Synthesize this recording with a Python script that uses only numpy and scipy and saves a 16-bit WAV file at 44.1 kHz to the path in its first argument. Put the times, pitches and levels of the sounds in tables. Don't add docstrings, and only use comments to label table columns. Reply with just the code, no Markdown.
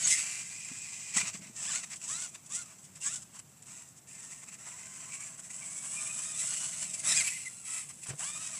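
import sys
import numpy as np
from scipy import signal
from scipy.fft import rfft, irfft
from scipy.io import wavfile
from scipy.ndimage import uniform_filter1d

SR = 44100
rng = np.random.default_rng(int(sys.argv[2]) if len(sys.argv) > 2 else 0)


def int16_out(signal):
    q = np.round(np.clip(np.atleast_2d(signal).T, -1, 1) * 32767)
    wavfile.write(sys.argv[1], SR, q.astype(np.int16))


N = 378819
T = np.arange(N) / SR
STEPS = T[::32]


def undb(db):
    return 10 ** (np.asarray(db) / 20)


def unit(x):
    return x / np.sqrt(np.mean(x ** 2))


def curves(rows):
    times, *columns = np.transpose(rows)
    return [np.interp(T, np.sort(times), column) for column in columns]


def per_sample(control):
    return np.interp(T, STEPS, control)


def settle(control, start, goal, time_s):
    gap = np.interp(start, STEPS, control) - goal
    decay = np.exp(-np.maximum(STEPS - start, 0) / time_s)
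    return np.where(STEPS < start, control, goal + gap * decay)


def bell(t, centre, width):
    return np.exp(-((t - centre) / width) ** 2)


def burst(start, rise_s, decay_s):
    age = np.maximum(T - start, 0)
    return (1 - np.exp(-age / rise_s)) * np.exp(-np.minimum(age / decay_s, 20))


def walk(rate):
    span = max(int(SR / rate), 2)
    held = np.repeat(rng.standard_normal(N // span + 1), span)
    return 1.2 * uniform_filter1d(held, span)[:N]


def grains(rate, spread_db):
    impacts = (rng.random(N) < rate / SR) * rng.standard_normal(N)
    return unit(impacts * undb(spread_db * np.clip(rng.standard_normal(N), -2, 2)))


def colour(x, points, size=2048):
    hz, db = np.transpose(points)
    bins = np.maximum(np.arange(size // 2 + 1) * SR / size, 1)
    gain = undb(np.interp(np.log(bins), np.log(hz), db))
    cepstrum = irfft(np.log(gain))
    cepstrum[1:size // 2] *= 2
    cepstrum[size // 2 + 1:] = 0
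    return signal.fftconvolve(x, irfft(np.exp(rfft(cepstrum))))[:N]


def resonate(x, hz, width_hz):
    return signal.lfilter(*signal.iirpeak(hz, hz / width_hz, fs=SR), x)


def band(x, hz, width_hz):
    return resonate(resonate(x, hz, width_hz), hz, width_hz)


# t/s, distance/m
RANGE = [(0, 3.6), (1.2, 6.3), (2, 8.54), (3, 14.1), (3.6, 20.5), (4.5, 14.3), (5.4, 7.63), (6.2, 5.45),
         (7, 2.44), (8, 7.65), (8.59, 7.73)]

def distance():
    return curves(RANGE)[0]


# take-off t/s, landing t/s
FLIGHTS = [(0.15, 1.15), (7.24, 8.05)]

def airborne():
    in_flight = sum((STEPS > up) & (STEPS < down) for up, down in FLIGHTS)
    return per_sample(uniform_filter1d(in_flight.astype(float), size=40))


# t/s, hold/s, rasp level/dB, swell over the hold/dB, goal tooth rate/Hz, torque (0-1),
# ring re rasp/dB, wheel load re rasp/dB
PULLS = [(-0.03, 0.089, -22.5, 13.5, 1393, 0.96, -5, -12), (0.066, 0.074, -11, 2, 1446, 0.84, -6.5, -26),
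         (0.152, 0.27, -22, -7, 1631, 0.13, -0.5, -12.5),
         (0.432, 0.76, -26.5, 3.5, 1661, 0.02, -3.5, -15.5), (1.136, 0.046, -10, 0, 1653, 0.21, -5, -13.5),
         (1.548, 0.097, -19.5, 10, 825, 0.26, -25, -12.5), (1.644, .135, -14, 2, 1604, .9, -12, -11),
         (2.07, .17, -12.5, -5, 1540, .9, -19, -13), (2.49, .105, -15.5, 3, 1600, 0.9, -27, -12),
         (2.999, .086, -12, 7, 1270, 1, -12, -19), (3.087, 0.079, -11.5, -4, 1700, 0, -26, -15.5),
         (3.652, 0.17, -20, -2.5, 980, 0.1, -11, -12.5), (4.062, 0.33, -20, -0.5, 917, 0.01, -9.5, -15.5),
         (4.57, 0.52, -22, 0.5, 1031, 0, -7.5, -11.5), (5.102, .17, -19.5, -2.5, 1183, 0.2, -4, -14),
         (5.49, .43, -21.5, 3.5, 1110, 0, -14, -14), (5.91, 0.41, -19.5, -3.5, 1240, 0, -14, -14.5),
         (6.342, .5, -21.5, -13.5, 1455, 0.15, -13, -17.5), (7.025, .105, -18.5, 4, 1480, .8, -9, -11.5),
         (7.135, .03, -17.5, 0, 2300, 1, -9, -10.5), (7.165, .04, -18, 0, 1780, 1, -9, -10.5),
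         (7.218, 0.4, -30.5, -25, 1388, 0, -2, -17), (7.645, 0.15, -22, 3, 1307, 0.03, -5, -11.5),
         (8.179, 0.15, -18, -7, 1252, 0.7, -15, -10.5), (8.335, 0.24, -19, 1, 1300, 0.1, -15.5, -13)]

def motor():
    entry_hz, coast_hz = 1594.6, 852.4
    hz = np.full(len(STEPS), entry_hz)
    torque, driven = np.zeros(len(STEPS)), np.ones(len(STEPS))
    for start, hold, _, _, goal_hz, push, _, _ in PULLS:
        hz = settle(hz, start, goal_hz, time_s=0.075)
        hz = settle(hz, start + hold, coast_hz, time_s=0.17)
        torque = settle(torque, start, push, time_s=0.025)
        torque = settle(torque, start + hold, 0, time_s=0.019)
        driven = settle(driven, start, 0.97, time_s=0.025)
        driven = settle(driven, start + hold, 0, time_s=0.086)
    return per_sample(snag(hz)), per_sample(np.clip(torque, 0, 1)), per_sample(driven)


# centre t/s, width/s, share of speed lost
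SNAGS = [(.14, .03, .07), (1.182, .02, .25), (1.722, .018, .26), (2.08, .02, .08), (7.135, .011, .13),
         (7.221, .015, .22), (8.2, .03, .27), (8.59, .05, .18)]

def snag(tooth_hz):
    for t, width, lost in SNAGS:
        tooth_hz = tooth_hz * (1 - lost * bell(STEPS, t, width))
    return tooth_hz


# centre t/s, width/s, rasp level/dB, ring re rasp/dB, wheel load re rasp/dB
BUMPS = [(1.179, 0.022, -10, -5, -26), (1.209, 0.017, -11, 2.5, -15), (1.277, 0.037, -17, 2.5, -8),
         (1.351, 0.03, -23, -2.5, -13), (1.45, 0.055, -32, 3.5, -7), (1.839, 0.014, -19, -7, -9),
         (1.928, 0.034, -19.5, -4, -11), (2.054, 0.051, -18.5, -9, -15), (2.276, 0.054, -43, -20, -5),
         (2.353, 0.015, -18.5, -21, -9), (2.557, 0.023, -8, -30, -26), (2.715, 0.041, -25, -18, -6.5),
         (2.793, 0.013, -32, -18, -26), (2.849, 0.045, -26, -22, -19), (2.968, 0.022, -25.5, 0, -14),
         (3.074, 0.029, -9, -21, -15.5), (3.23, 0.011, -18.5, -23, -13), (3.362, 0.032, -19, -20, -9.5),
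         (3.397, 0.012, -15, -14, -11.5), (3.895, 0.052, -27, -22, -26), (3.978, 0.025, -26, -12, -28),
         (4.435, 0.017, -19.5, -9, -12.5), (4.485, 0.03, -21.5, -9, -12), (4.538, 0.03, -20.5, -0.5, -15),
         (5.325, 0.062, -26.5, -20, -9), (5.394, 0.02, -19, -11, -12), (5.451, 0.033, -23.5, -13, -15),
         (5.509, 0.017, -24.5, -4.5, -12), (6.827, 0.017, -22, -28, -14), (6.945, 0.016, -25, -14, -21),
         (6.995, 0.018, -26, -13, -24), (7.21, .018, -18, -10, -12), (7.28, 0.018, -19, 4, -17),
         (7.469, 0.024, -24.5, -23, -25), (7.907, 0.016, -28, -4, -2.5), (8.042, 0.027, -25.5, -3.5, -31),
         (8.094, 0.017, -16, -21, -12)]

def excitation():
    def power(envelope, db, ring_db, load_db):
        return np.outer(undb([db, db + ring_db, db + load_db]), envelope) ** 2
    attack_s, release_s = 0.015, 0.043
    total = power(np.ones(len(STEPS)), db=-32.5, ring_db=-11, load_db=-13)
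    for start, hold, db, swell_db, _, _, ring_db, load_db in PULLS:
        age = np.maximum(STEPS - start, 0)
        gate = (1 - np.exp(-age / attack_s)) * np.exp(-np.maximum(age - hold, 0) / release_s)
        swell = undb(swell_db * (np.minimum(age / hold, 1) - 0.5))
        total += power(gate * swell, db, ring_db, load_db)
    for t, width, db, ring_db, load_db in BUMPS:
        total += power(bell(STEPS, t, width) ** 2, db, ring_db, load_db)
    return [per_sample(np.sqrt(layer)) / distance() for layer in total]


def teeth(mesh_cycles, scatter_db, play):
    contacts = np.flatnonzero(np.diff(np.floor(mesh_cycles)) > 0)
    spacing = 1 / np.gradient(mesh_cycles)[contacts]
    force, slip = rng.standard_normal((2, N))[:, :len(contacts)]
    when = np.clip(np.round(contacts + play * spacing * slip), 0, N - 1).astype(int)
    return unit(np.bincount(when, undb(scatter_db * force) * np.sqrt(spacing), N))


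def growl(mesh_cycles, torque):
    return 1 + 0.45 * torque * np.sin(2 * np.pi * mesh_cycles / 4.2)


# f/Hz, gain/dB
GEARBOX = [(1500, -53.5), (2700, -16.5), (3300, -16), (4300, -20), (5100, -12.5), (5600, -9), (6200, -6),
           (7100, -3), (7600, 2), (7950, 2.5), (8400, -8), (9200, -13.5), (10200, -20), (11200, -41.5),
           (13000, -39.5), (15500, -32.5)]

def gear_rasp(mesh_cycles, torque, chatter):
    strikes = teeth(mesh_cycles, scatter_db=0.5, play=0.22) + 1.3 * grains(rate=9000, spread_db=0)
    return unit(colour(strikes * chatter * growl(mesh_cycles, torque), GEARBOX))


# f/Hz, nominal bandwidth/Hz, gain/dB
CHASSIS = [(2112, 183, 9.5), (2353, 190, 8.5), (2550, 380, 9.5), (3030, 83, -19), (4840, 2970, -0.5)]

def chassis(strikes):
    return unit(sum(undb(db) * band(strikes, hz, 1.28 * width) for hz, width, db in CHASSIS))


# f/Hz, level/dB
SAND = [(60, -16), (150, -7), (300, -4.5), (480, -16), (660, 2.5), (800, -1), (1050, 5), (1600, 1.5),
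        (2600, 2.5), (4000, -7), (6000, 3), (11000, -32.5)]

def sand(rate, spread_db):
    return unit(colour(grains(rate, spread_db), SAND))


# multiple of the axle tooth rate (1.48 is the motor pinion), coasting level/dB,
# full-torque level/dB, airborne level/dB
WHINE = [(1, -9.5, -8, -10), (1.48, -15, -4.5, 1), (2, -7, -12, -23), (2.48, -18, -14, -26),
         (2.97, -9, -6.5, -12), (4, -15, -13, -25), (4.44, -27, -9, -12)]
# centre t/s, width/s, gain/dB
BITES = [(.047, .018, 8), (1.18, .02, 5), (1.695, .018, 4), (1.765, .025, 1), (2.16, .04, 3),
         (2.61, .04, 3), (3.073, .026, 4.5), (5.99, .04, 3), (7.18, .045, 6), (8.28, .05, 4)]
# f/Hz, gain/dB
RADIATION = [(900, -3), (1350, 1), (1900, 2), (2150, -1), (2400, 2), (2900, 1), (3250, -3), (3700, -1),
             (4200, 0), (4600, -5), (5100, 2), (7000, 2)]

def gear_whine(mesh_cycles, torque, driven, air):
    tones = np.zeros(N)
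    racing = air * np.interp(np.gradient(mesh_cycles) * SR, [1350, 1580], [0, 1])
    rough = 1 - 0.7 * racing
    blur = rough * (0.32 - 0.2 * torque)
    db_per_octave = (0.6 + 0.9 * np.maximum(torque, racing)) * (9 - np.minimum(distance(), 10))
    for multiple, coast_db, full_db, air_db in WHINE:
        sidebands = walk(75 * multiple) + 1j * walk(75 * multiple)
        flutter = np.sqrt(1 - blur) + np.sqrt(blur / 2) * sidebands
        flutter_db = 3 * rough * walk(45)
        tilt_db = db_per_octave * np.log2(multiple / 1.7)
        db = (1 - racing) * (coast_db + torque * (full_db - coast_db)) + racing * air_db
        tone = np.sqrt(2) * np.imag(flutter * np.exp(2j * np.pi * multiple * mesh_cycles))
        tones += undb(db + flutter_db + tilt_db) * tone
    throb = 1 + 0.4 * rough * np.sin(2 * np.pi * mesh_cycles / 11)
    bite_db = sum(db * bell(T, t, width) for t, width, db in BITES)
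    drive_db = -9 + 6 * driven
    return colour(tones * throb * growl(mesh_cycles, torque) * undb(bite_db + drive_db), RADIATION)


def drivetrain(rasp_gain, ring_gain, load_gain):
    tooth_hz, torque, driven = motor()
    air = airborne()
    jolt = 1 - 0.7 * air
    wobble = jolt * (0.007 * walk(60) + 0.009 * walk(18))
    mesh_cycles = np.cumsum(tooth_hz * (1 + wobble)) / SR
    chatter = unit(undb(1.1 * walk(450)))
    shake = unit(undb(1.47 * jolt * walk(60)))
    rasp = gear_rasp(mesh_cycles, torque, chatter)
    clicks = teeth(mesh_cycles, scatter_db=1.0, play=0.08)
    grit = grains(rate=6800, spread_db=2.5) * chatter
    ring = chassis(0.28 * clicks + grit) * undb(2.4 * jolt * walk(40))
    churn = sand(rate=8800, spread_db=1.5) * undb(2 * walk(35) - 4 - 6.5 * torque - 2 * air)
    wheels = gear_whine(mesh_cycles, torque, driven, air) + churn
    return shake * (undb(-3.5) * rasp_gain * rasp + undb(-7.5) * ring_gain * ring + load_gain * wheels)


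# f/Hz, bandwidth/Hz, gain/dB
SHELL = [(1853, 250, -5), (2630, 280, 0), (3660, 400, -4)]

def shell_rattle(load_gain):
    fits = unit(undb(5 * walk(32)))
    taps = grains(rate=2500, spread_db=0.5)
    shell = unit(sum(undb(db) * resonate(taps, hz, width) for hz, width, db in SHELL))
    return undb(-14) * (1 - airborne()) * load_gain * fits * shell


def tyres(load_gain):
    ruts = rng.standard_normal(N)
    drum = undb(-31.5) * unit(band(ruts, hz=156, width_hz=89))
    hum = undb(-37) * unit(band(ruts, hz=646, width_hz=72))
    return (1 - airborne()) * np.sqrt(load_gain / distance()) * (drum + hum)


# f/Hz, level/dB
AMBIENT = [(25, -40), (60, -21.5), (120, -2.5), (190, -3), (300, -13), (480, -17.5), (700, -15.5),
           (1500, -21), (3500, -27), (9000, -24.5), (15000, -26.5)]

def background():
    ambient = unit(colour(rng.standard_normal(N), AMBIENT))
    rumble = unit(band(rng.standard_normal(N), hz=138, width_hz=108))
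    return undb(-62) * ambient + undb(-67 + 2.6 * walk(6)) * rumble


# centre t/s, width/s, level/dB, f/Hz
SQUEAKS = [(0.047, 0.012, -38, 6330), (0.077, 0.013, -22, 7920), (0.118, 0.022, -30, 6250),
           (0.136, 0.027, -32, 2087), (1.184, 0.0043, -29.5, 1974), (1.216, 0.015, -32, 2410),
           (3.03, 0.016, -45, 2770), (3.075, 0.013, -33, 6700), (5.141, 0.033, -46, 2290),
           (5.223, 0.025, -46, 2290), (5.63, 0.013, -43, 2303), (5.993, 0.026, -39, 2413),
           (6.071, 0.011, -43, 2366), (6.106, 0.012, -40, 2517), (7.109, 0.012, -37, 2020),
           (7.18, 0.022, -42, 2500), (7.214, 0.012, -35, 2100), (7.288, 0.0087, -34, 2560),
           (7.325, 0.012, -42, 2000), (7.366, 0.012, -42, 2074), (7.461, 0.0079, -42.5, 2092),
           (7.477, 0.0086, -39.5, 2045)]

def squeaks():
    out = np.zeros(N)
    waver_cycles = 0.14 * walk(330)
    for t, width, db, hz in SQUEAKS:
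        near = np.abs(T - t) < 3 * width
        tone = np.sin(2 * np.pi * (hz * T[near] + waver_cycles[near]))
        out[near] += undb(db) * bell(T[near], t, width) * tone
    return out * undb(2 * walk(120))


# t/s, level/dB, relative chassis ring/dB
CLACKS = [(0.071, -12, -28), (0.128, -26, -8), (1.169, -13.5, -13), (1.1855, -28, -8), (1.563, -26, -29),
          (1.9587, -28, -18), (2.013, -33, -9), (2.461, -34, -28), (2.784, -40, -20), (2.955, -38, -8),
          (3.063, -20.5, -24), (3.157, -23.5, -14), (3.622, -36.5, -14), (6.9379, -25, -29),
          (7.206, -19, -6), (7.8888, -32, -11), (8.0319, -32, -12), (8.0678, -29, -26), (8.1924, -28, -20)]

def clacks():
    out = np.zeros(N)
    bright = unit(colour(grains(rate=8400, spread_db=2), GEARBOX))
    dull = chassis(grains(rate=4000, spread_db=6))
    for t, db, ring_db in CLACKS:
        out += undb(db - 9) * burst(t, rise_s=0.00068, decay_s=0.0098) * (bright + undb(ring_db) * dull)
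    return out


# t/s, level/dB, f/Hz
THUDS = [(0.714, -37, 243), (1.162, -31.5, 198), (1.229, -38.5, 172), (1.344, -38, 190), (1.391, -43, 174),
         (1.416, -41, 180), (1.458, -45, 195), (1.497, -41.5, 219.5), (8.086, -40, 126),
         (8.102, -35, 128.7), (8.132, -37, 143.6)]

def thuds():
    out = np.zeros(N)
    puff = unit(band(rng.standard_normal(N), hz=270, width_hz=450))
    for t, db, hz in THUDS:
        tone = np.sin(2 * np.pi * hz * (T - t))
        out += undb(db + 4) * burst(t, rise_s=0.0048, decay_s=1.38 / hz) * (tone + 0.24 * puff)
    return out


# t/s, level/dB
SMACKS = [(1.165, -33), (1.206, -39), (8.059, -45.5), (8.097, -39)]

def smacks():
    blows = sum(undb(db) * burst(t, rise_s=0.0015, decay_s=0.016) for t, db in SMACKS)
    return blows * sand(rate=2600, spread_db=2.5)


# t/s, gain/dB
FACING = [(0, 7.5), (1.1, 0.5), (2.5, 6.5), (4.2, 6.5), (5.0, 4.5), (5.9, 11.5), (6.7, 9.5), (7.2, 11),
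          (7.8, 13.5), (8.5, 9)]

def beaming(x):
    facing_db, = curves(FACING)
    return x + (undb(facing_db) - 1) * band(x, hz=10670, width_hz=4240)


def rut_echo(x):
    lag_s = 0.000678 * undb(2.55 * walk(4))
    return x + 0.17 * np.interp(T - lag_s, T, x)


# t/s, echo-to-direct amplitude ratio
GROUND_REFLECTION = [(3.6, 0.047), (4.4, 0.24), (5.4, 0.35), (6.5, 0.022), (7.1, 0)]

def ground_echo(x):
    echo, = curves(GROUND_REFLECTION)
    lag_s = 0.00012
    return (x + echo * np.interp(T - lag_s, T, x)) / (1 + echo)


def scene():
    rasp_gain, ring_gain, load_gain = excitation()
    running = drivetrain(rasp_gain, ring_gain, load_gain) + shell_rattle(load_gain)
    truck = running + clacks() + smacks() + squeaks()
    mono = ground_echo(rut_echo(beaming(truck))) + tyres(load_gain) + thuds() + background()
    return np.array([mono, mono])


def record(dry):
    cutoff_hz = 15200
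    return signal.sosfilt(signal.ellip(10, 0.2, 70, cutoff_hz, fs=SR, output="sos"), dry)


dry = scene()
out = record(dry)
int16_out(out)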